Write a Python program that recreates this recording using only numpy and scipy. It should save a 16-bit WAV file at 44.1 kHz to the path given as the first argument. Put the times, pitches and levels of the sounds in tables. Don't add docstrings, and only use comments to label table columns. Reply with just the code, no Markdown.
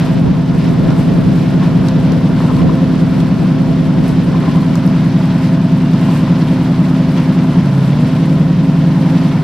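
import sys
import numpy as np
from scipy import signal
from scipy.fft import rfft, irfft, next_fast_len
from scipy.io import wavfile
from scipy.ndimage import uniform_filter1d

SR = 44100
rng = np.random.default_rng(int(sys.argv[2]) if len(sys.argv) > 2 else 0)


def file_out(sig):
    cols = np.atleast_2d(sig).T
    lim = np.clip(cols, -1, 1)
    pcm = np.round(lim * 32767).astype(np.int16)
    wavfile.write(sys.argv[1], SR, pcm)


N = 415863
TIME_S = np.arange(N) / SR

GEAR_S, LUG_S, RECOVERY_S = 7.63, .235, .23
MAIN_START_TURNS = .88

# order (multiple of the cycle rate), idle level/dB, in-gear level/dB
MAIN_NOTES = [(4, -40, -39.5), (6, -50, -48), (8, -41.5, -49), (10, -37.5, -41), (11, -31.5, -39),
              (12, -25, -26.5), (13, -37, -43), (14, -20.5, -16.5), (15, -20.2, -23.5), (16, -18.4, -15.5),
              (17, -18, -24), (18, -30.5, -34), (19, -26.5, -29), (20, -36, -37), (21, -26.8, -26.5),
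              (22, -27.5, -28), (23, -42, -34), (24, -39.5, -43), (25, -19.5, -20.5), (26, -40.5, -38),
              (27, -37.5, -42), (28, -47, -43), (29, -37, -39), (30, -32.8, -31), (31, -31.2, -50),
              (32, -45, -50), (33, -44.5, -47), (35, -43, -44), (36, -39, -38), (37, -39.5, -41),
              (38, -48.5, -50), (39, -43, -44), (43, -45, -46.5), (49, -51, -37.5), (51, -38.5, -47),
              (62, -46, -46), (63, -44, -48), (64, -46, -44)]
# t/s, cycle rate/Hz
MAIN_IDLE_HZ = [(0, 10.265), (3, 10.305), (4.6, 10.335), (6, 10.298)]
# t/s, low throb gain/dB, upper hum gain/dB
MAIN_TRIM_DB = [(0, -.5, -3), (.7, -.7, -2), (1.3, .3, 0), (2.6, 0, .7), (4.2, -.3, .3), (5.1, .5, -.3),
                (5.9, .7, 1.4), (7.4, .7, 2.1), (8.1, 1, 2), (8.6, 1, -.6), (9.3, -.5, .5)]
# order, level/dB
SECOND_NOTES = [(8, -37.5), (9, -44.5), (10, -40.5), (12, -30.5), (13, -41), (14, -47), (16, -38),
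                (17, -37), (18, -31), (19, -38.5), (20, -21.3), (22, -34), (23, -41), (24, -39),
                (26, -44.5), (28, -43), (29, -30), (30, -36.5)]
# t/s, level/dB
FLOW_DB = [(0, 3.5), (.25, -2), (.47, -1), (.65, 0), (2.6, 0.7), (3.8, -0.5), (4.3, 0.5), (5.4, 1.5),
           (5.65, -0.5), (6.1, 1.5), (8.3, 1), (8.55, -1.4), (9.15, 2), (9.4, 0.5)]
# t/s, half-width/s, slosh rise/dB, splash rise/dB, spray rise/dB
WATER_SPURTS = [(0.64, 0.054, -0.5, 2.5, 2.5), (0.906, 0.027, 4.5, 3, 1), (0.995, 0.028, 2, 1.5, 7),
                (1.64, .03, 3.5, 2, 2), (1.883, 0.032, 2.5, 0.5, 2), (2.43, 0.075, 2.5, 2, 3),
                (2.545, 0.053, 0, 0.5, 3), (3.21, 0.023, -1, 2, 4), (4.092, .03, 0, 2, 5),
                (4.445, 0.098, 0.5, 1, 1), (4.755, .02, -2, -1, -1), (5.446, 0.024, 0.5, 2, 6),
                (6.11, 0.12, 1, 1, 5), (7.185, 0.023, 3, 4.5, 4), (7.865, .04, 1, 1, 4)]
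# t/s, level/dB
BUBBLING_DB = [(0, -24), (.6, -25.5), (.95, -22), (1.3, -25), (2.2, -24), (2.55, -21), (3, -25), (3.8, -25),
               (4.45, -22.5), (4.9, -26.5), (5.8, -27.5), (6.2, -23.5), (7.6, -25), (8.05, -24),
               (8.6, -26.5)]
# f/Hz, relative density/dB
RUMBLE_SPECTRUM = [(12, -37), (25, -22), (45, -13), (95, -8), (130, -5.5), (180, 0.4), (250, -8), (320, -9),
                   (430, -13.5), (600, -13.5), (760, -24), (1100, -41)]
SLOSH_SPECTRUM = [(550, -4), (740, 0.4), (950, 2.5), (1040, 1.5), (1140, -3), (1450, -3), (1800, -8.5),
                  (2300, -36)]
SPLASH_SPECTRUM = [(1400, -14.5), (1850, 0.5), (2500, -1.5), (3100, -3), (4000, -5.5), (5400, -9.5),
                   (6500, -16.5), (8000, -27)]
SPRAY_SPECTRUM = [(5000, -8), (6500, -6.5), (7700, 0), (8800, -3), (10500, -4), (13500, -10), (15000, -16)]
# f/Hz, left-right correlation
WATER_CORRELATION = [(25, .8), (60, 0.94), (150, 1), (300, 1), (600, 1), (1200, 0.92), (2500, 0.83),
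                     (4500, 0.76), (7000, .05), (12000, 0.29)]
# f/Hz, bandwidth/Hz, level/dB
PIPE_MODES = [(525.8, 4, -39.5), (654.5, 26, -38.5), (1030, 44, -48)]
# t/s, level/dB, f/Hz, rise time/s
GAS_POCKETS = [(0.907, -31, 970, 0.0054), (1.628, -25, 1060, 0.0054), (2.405, -12, 760, 0.0012),
               (2.488, -27, 1330, .006), (2.5, -20, 1020, 0.007), (2.513, -27, 1220, .003),
               (2.597, -21, 1030, 0.008), (2.696, -21, 1017, 0.0061), (2.792, -28, 1050, 0.0056),
               (3.934, -14.5, 760, 0.0012), (4.347, -27, 1036, 0.00803), (4.442, -21.5, 1046, 0.0062),
               (4.481, -24, 1040, .005), (4.553, -23, 960, 0.0065), (4.579, -25.5, 1030, 0.006),
               (4.629, -29, 1025, 0.0066), (4.756, -22, 1250, 0.0019), (6.089, -23.5, 1030, 0.0069),
               (6.215, -30, 1170, .007), (6.274, -27, 1016, 0.0086)]
# t/s, half-width/s, level/dB
BUBBLE_RUNS = [(2.58, .14, -37), (4.47, .13, -35), (6.15, .12, -38)]
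# t/s, peak level/dB, f/Hz
RIVER_DROPS = [(.905, -25, 4500), (1.03, -30, 10500), (1.885, -14.5, 4760), (2.12, -22, 5270),
               (2.566, -26, 4200), (3.204, -18, 3400), (4.08, -25, 10300), (4.09, -25, 5470),
               (4.755, -20, 5400), (4.864, -28, 11000), (4.876, -25, 5500), (5.255, -33, 8700),
               (5.935, -30, 6500), (7.181, -25, 4150), (7.203, -22, 1980), (8.256, -33, 8600)]
# t/s, half-width/s, level/dB, f/Hz, bandwidth/Hz
SPLASH_RINGS = [(5.86, .06, -46, 2780, 40), (6.09, .06, -42.5, 2830, 50)]
# harmonic number, level/dB
WHINE_HARMONICS = [(2, -41.5), (3, -54), (4, -62), (5, -58), (7, -63), (8, -65), (9, -62)]
# t/s, gain/dB
WHINE_TRIM_DB = [(0, 1.5), (1.5, 0), (2.3, 1.5), (3, -2), (3.7, 1), (4.2, -3.5), (5, -4), (5.6, 2.5),
                 (5.95, 4.5), (6.4, 0), (7.1, 0), (8.6, -4), (9.2, -1)]
# delay/s, relative gain
WALL_ECHOES = [(0.033, 0.93), (.058, -0.79), (0.098, 0.54), (.151, -0.034), (0.227, -0.18)]
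# f/Hz, relative density/dB
WIND_SPECTRUM = [(12, -26), (25, -11), (45, -2.5), (80, 2.5), (170, 3), (300, -0.5), (500, -6.5),
                 (800, -18.5), (1500, -29.5), (3000, -55)]
# t/s, half-width/s, rise/dB
WIND_GUSTS = [(.2, 0.3, 4), (1.044, 0.45, 5), (1.75, 0.17, 3), (2.64, 0.18, 7.5), (4.192, 0.28, 2)]


def main_engine(lug_note_db=-11.3, lug_others_db=-13, bark_db=-41, pull_db=5, ring_db=4.5):
    upper_order, last_bark_order, hum_order = 22, 35, 25
    cycle_hz = main_cycle_hz()
    in_gear, lugging = clutch_load()
    firing = np.sqrt(in_gear * lugging)
    pulling_up = np.sin(np.pi * ramp(GEAR_S + LUG_S, RECOVERY_S))
    dip_db = -7 * swell(8.1, .028)
    throb_db, hum_db = curves(MAIN_TRIM_DB)
    notes = []
    for order, idle_db, gear_db in MAIN_NOTES:
        note_hz = order * cycle_hz
        level_db = idle_db + in_gear * (gear_db - idle_db)
        level_db += lug_others_db * lugging ** 2 * (order <= hum_order)
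        level_db += pull_db * pulling_up * (order == hum_order)
        level_db += ring_db * in_gear * resonance(note_hz, centre_hz=318, half_width_hz=2.2)
        if order % 4 == 0:
            boom = from_db(lug_note_db) * resonance(note_hz, centre_hz=151, half_width_hz=30) ** 2
            bark = from_db(bark_db) * (upper_order <= order <= last_bark_order)
            level_db = np.maximum(level_db, 20 * np.log10((boom + bark) * np.sqrt(firing) + 1e-9))
        level_db += throb_db + dip_db if order < upper_order else hum_db
        notes.append((order, level_db))
    return exhaust(cycle_hz, notes, MAIN_START_TURNS, uneven_db=1.2, jitter_turns=.0008)


def clutch_load(grip_s=.07):
    in_gear = ramp(GEAR_S - grip_s / 3, grip_s)
    return in_gear, in_gear * (1 - ramp(GEAR_S + LUG_S, RECOVERY_S))


def main_cycle_hz(sag_hz=1.72, overshoot_hz=.45, overshoot_s=.403):
    idle_hz, = curves(MAIN_IDLE_HZ)
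    _, lugging = clutch_load()
    settling = np.maximum(TIME_S - GEAR_S - LUG_S - RECOVERY_S, 0) / overshoot_s
    return idle_hz - sag_hz * lugging + overshoot_hz * settling * np.exp(1 - settling)


def second_engine(cycle_hz=9.458):
    return exhaust(np.full(N, cycle_hz), SECOND_NOTES, start_turns=.6, uneven_db=2.5, jitter_turns=.00076)


def exhaust(cycle_hz, notes, start_turns, uneven_db, jitter_turns):
    turns = np.cumsum(cycle_hz) / SR + start_turns + jitter_turns * drift(5.5)
    pressure = np.zeros(N)
    for order, level_db in notes:
        offset = order - 16
        lag_turns = .196 * offset ** 2 / 2 - .063 * offset ** 3
        gain = from_db(level_db + uneven_db * drift(4.3))
        pressure += gain * np.cos(2 * np.pi * (order * turns - lag_turns))
    return np.sqrt(2) * pressure


def clutch_thump(level_db=-22, hz=75, half_width_s=.017):
    return from_db(level_db) * swell(GEAR_S, half_width_s) * np.sin(2 * np.pi * hz * (TIME_S - GEAR_S))


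def wet_exhaust(pressure, slop_hz=2.6, slop_db=-.02, throb_window_s=.012):
    flow_db = curves(FLOW_DB)[0] + slop_db * np.cos(2 * np.pi * slop_hz * (TIME_S - .267))
    spurts_db = sum(np.outer(rise_db, swell(t_s, half_s)) for t_s, half_s, *rise_db in WATER_SPURTS)
    slosh_rise_db, splash_rise_db, spray_rise_db = spurts_db
    push = unit_rms(pressure)
    power = uniform_filter1d(pressure ** 2, round(throb_window_s * SR))
    gas = unit_rms(np.sqrt(np.abs(power))) * rng.standard_normal((2, N))
    rumble = from_db(curves(BUBBLING_DB)[0]) * water_stereo(RUMBLE_SPECTRUM, gas)
    slosh_db = -32 + .9 * flow_db + slosh_rise_db + .39 * push + .53 * drift(22)
    splash_db = -36.5 + flow_db + splash_rise_db + .5 * push + .96 * drift(27)
    spray_db = -51.5 + 1.1 * flow_db + spray_rise_db + 1.55 * drift(22)
    slosh = water_stereo(SLOSH_SPECTRUM, droplets(per_s=500, spread_db=3.1, grain_db=-9.5))
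    splash = water_stereo(SPLASH_SPECTRUM, droplets(per_s=1500, spread_db=2.5, grain_db=-8.5))
    spray = water_stereo(SPRAY_SPECTRUM, droplets(per_s=400, spread_db=6.2, grain_db=-8))
    return rumble + from_db(slosh_db) * slosh + from_db(splash_db) * splash + from_db(spray_db) * spray


def droplets(per_s, spread_db, grain_db):
    sizes = from_db(spread_db * np.minimum(rng.exponential(1, (2, N)), 4))
    clicks = (rng.random((2, N)) < per_s / SR) * sizes * rng.choice([-1, 1], (2, N))
    return from_db(grain_db) * unit_rms(clicks) + rng.standard_normal((2, N))


def pipe_ring(pulsing_db=1.5, stereo_spread=.15):
    out = np.zeros((2, N))
    for hz, width_hz, level_db in PIPE_MODES:
        band = bandpass(1, hz - width_hz / 2, hz + width_hz / 2)
        pulsing = from_db(pulsing_db * drift(19))
        gas = pulsing * (rng.standard_normal(N) + stereo_spread * rng.standard_normal((2, N)))
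        out += from_db(level_db) * unit_rms(signal.sosfilt(band, gas))
    return out


def outlet_pips(level_db=-35, uneven_db=1.8, hz=1045, rise_s=.005, crest_turns=.6):
    cycle_hz = main_cycle_hz()
    turns = np.cumsum(cycle_hz) / SR + MAIN_START_TURNS
    age_s = (turns - crest_turns + rise_s * cycle_hz) % 1 / cycle_hz
    no_pocket = np.maximum(1 - sum(swell(t_s, .025) for t_s, *_ in GAS_POCKETS), 0)
    gain = from_db(level_db + uneven_db * drift(5.3)) * no_pocket
    return gain * puff(age_s, rise_s) * np.sin(2 * np.pi * hz * age_s)


def gurgles(splutter_gain=.5, band_ratio=1.25):
    out, age_s = np.zeros(N), np.arange(SR // 12) / SR
    for t_s, level_db, hz, rise_s in GAS_POCKETS:
        band = bandpass(2, hz / band_ratio, hz * band_ratio)
        splutter = unit_rms(signal.sosfilt(band, rng.standard_normal(len(age_s))))
        ring = np.sin(2 * np.pi * (hz * age_s + rng.random())) + splutter_gain * splutter
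        start = round((t_s - rise_s) * SR)
        out[start:start + len(age_s)] += from_db(level_db) * puff(age_s, rise_s) * ring
    return out


def bubble_runs(rough_db=1.5):
    envelope = sum(from_db(level_db) * swell(t_s, half_s) for t_s, half_s, level_db in BUBBLE_RUNS)
    return envelope * from_db(rough_db * drift(30)) * narrow_noise(hz=1030, width_hz=86)


def drops(decay_s=.0018, band_ratio=1.28, crack_gain=.24):
    out, age_s = np.zeros((2, N)), np.arange(SR // 40) / SR
    for t_s, peak_db, hz in RIVER_DROPS:
        ring_band = bandpass(1, hz / band_ratio, hz * band_ratio)
        crack_band = bandpass(2, hz, min(2 * hz, .45 * SR))
        noise = rng.standard_normal(len(age_s)) + 1.2 * rng.standard_normal((2, len(age_s)))
        burst = noise * np.exp(-age_s / decay_s)
        ring = signal.sosfilt(np.vstack([ring_band, ring_band]), burst)
        tick = ring + crack_gain * signal.sosfilt(crack_band, burst)
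        start = round(t_s * SR)
        out[:, start:start + len(age_s)] += from_db(peak_db) * tick / np.abs(tick).max()
    return out


def splash_rings():
    return sum(from_db(level_db) * swell(t_s, half_s) * narrow_noise(hz, width_hz)
               for t_s, half_s, level_db, hz, width_hz in SPLASH_RINGS)


def accessory_whine(base_hz=338, waver=.00074, flutter_db=1.0):
    turns = np.cumsum(base_hz * (1 + waver * drift(3))) / SR
    tones = sum(from_db(level_db + flutter_db * drift(8.2)) * np.sin(2 * np.pi * harmonic * turns)
                for harmonic, level_db in WHINE_HARMONICS)
    return np.sqrt(2) * from_db(curves(WHINE_TRIM_DB)[0]) * tones


def wall_echoes(sound, gain_db=-27, low_cut_hz=110):
    echoes = sum(gain * np.interp(TIME_S - delay_s, TIME_S, sound, left=0)
                 for delay_s, gain in WALL_ECHOES)
    low_cut = signal.butter(2, low_cut_hz, "high", fs=SR, output="sos")
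    return from_db(gain_db) * signal.sosfilt(low_cut, echoes)


def wind(breeze_db=-23, calm_db=-43, hold_s=4.44, fall_db_per_s=11.5, lumps_db=2.5):
    base_db = np.maximum(breeze_db - fall_db_per_s * np.maximum(TIME_S - hold_s, 0), calm_db)
    gust_db = sum(rise_db * swell(t_s, half_s) for t_s, half_s, rise_db in WIND_GUSTS)
    size = next_fast_len(N, True)
    shape = from_db(at_hz(WIND_SPECTRUM, np.fft.rfftfreq(size, 1 / SR), -np.inf))
    eddies = unit_rms(irfft(rfft(rng.standard_normal((2, size))) * shape, size)[:, :N])
    return from_db(base_db + gust_db + lumps_db * np.array([drift(7), drift(8.9)])) * eddies


def water_stereo(spectrum, noise_pair):
    size = next_fast_len(N, True)
    hz = np.fft.rfftfreq(size, 1 / SR)
    mid, side = rfft(noise_pair, size) * from_db(at_hz(spectrum, hz, -np.inf))
    correlation = at_hz(WATER_CORRELATION, hz)
    mid, side = irfft([mid * np.sqrt(1 + correlation), side * np.sqrt(1 - correlation)], size)[:, :N]
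    return unit_rms(np.array([mid + side, mid - side]))


def narrow_noise(hz, width_hz):
    band = bandpass(2, hz - width_hz / 2, hz + width_hz / 2)
    return unit_rms(signal.sosfilt(band, rng.standard_normal(N)))


def drift(rate_hz, hop=100, warmup=1000):
    pole = np.exp(-2 * np.pi * rate_hz * hop / SR)
    noise = rng.standard_normal(N // hop + warmup + 2)
    slow = signal.lfilter([1], [1, -2 * pole, pole * pole], noise)[warmup:]
    return np.interp(np.arange(N) / hop, np.arange(len(slow)), unit_rms(slow))


def bandpass(order, low_hz, high_hz):
    return signal.butter(order, [low_hz, high_hz], "band", fs=SR, output="sos")


def resonance(hz, centre_hz, half_width_hz):
    return 1 / (1 + ((hz - centre_hz) / half_width_hz) ** 2)


def puff(age_s, rise_s):
    return (age_s / rise_s * np.exp(1 - age_s / rise_s)) ** 2


def swell(t_s, half_s):
    return np.exp(-((TIME_S - t_s) / half_s) ** 2)


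def ramp(start_s, length_s):
    return np.clip((TIME_S - start_s) / length_s, 0, 1)


def curves(rows):
    t_s, *columns = np.transpose(rows)
    return [np.interp(TIME_S, t_s, column) for column in columns]


def at_hz(rows, hz, outside=None):
    known_hz, values = np.transpose(rows)
    return np.interp(np.log(hz + 1e-9), np.log(known_hz), values, left=outside, right=outside)


def from_db(db):
    return 10 ** (np.asarray(db) / 20)


def unit_rms(x):
    return x / np.sqrt(np.mean(x ** 2) + 1e-20)


def scene(outlet_pan_db=2.0):
    sides = np.array([[1], [-1]])
    engines = main_engine() + second_engine()
    outlet = (pipe_ring() + outlet_pips() + gurgles() + bubble_runs()) * from_db(outlet_pan_db * sides)
    boat = engines + accessory_whine() + clutch_thump() + wet_exhaust(engines) + outlet
    return boat + sides * wall_echoes(engines) + drops() + splash_rings() + wind()


def record(dry, cutoff_hz=15100):
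    limited = dry / (1 + dry ** 16) ** (1 / 16)
    return signal.sosfilt(signal.ellip(10, .1, 80, cutoff_hz, fs=SR, output="sos"), limited)


dry = scene()
out = record(dry)
file_out(out)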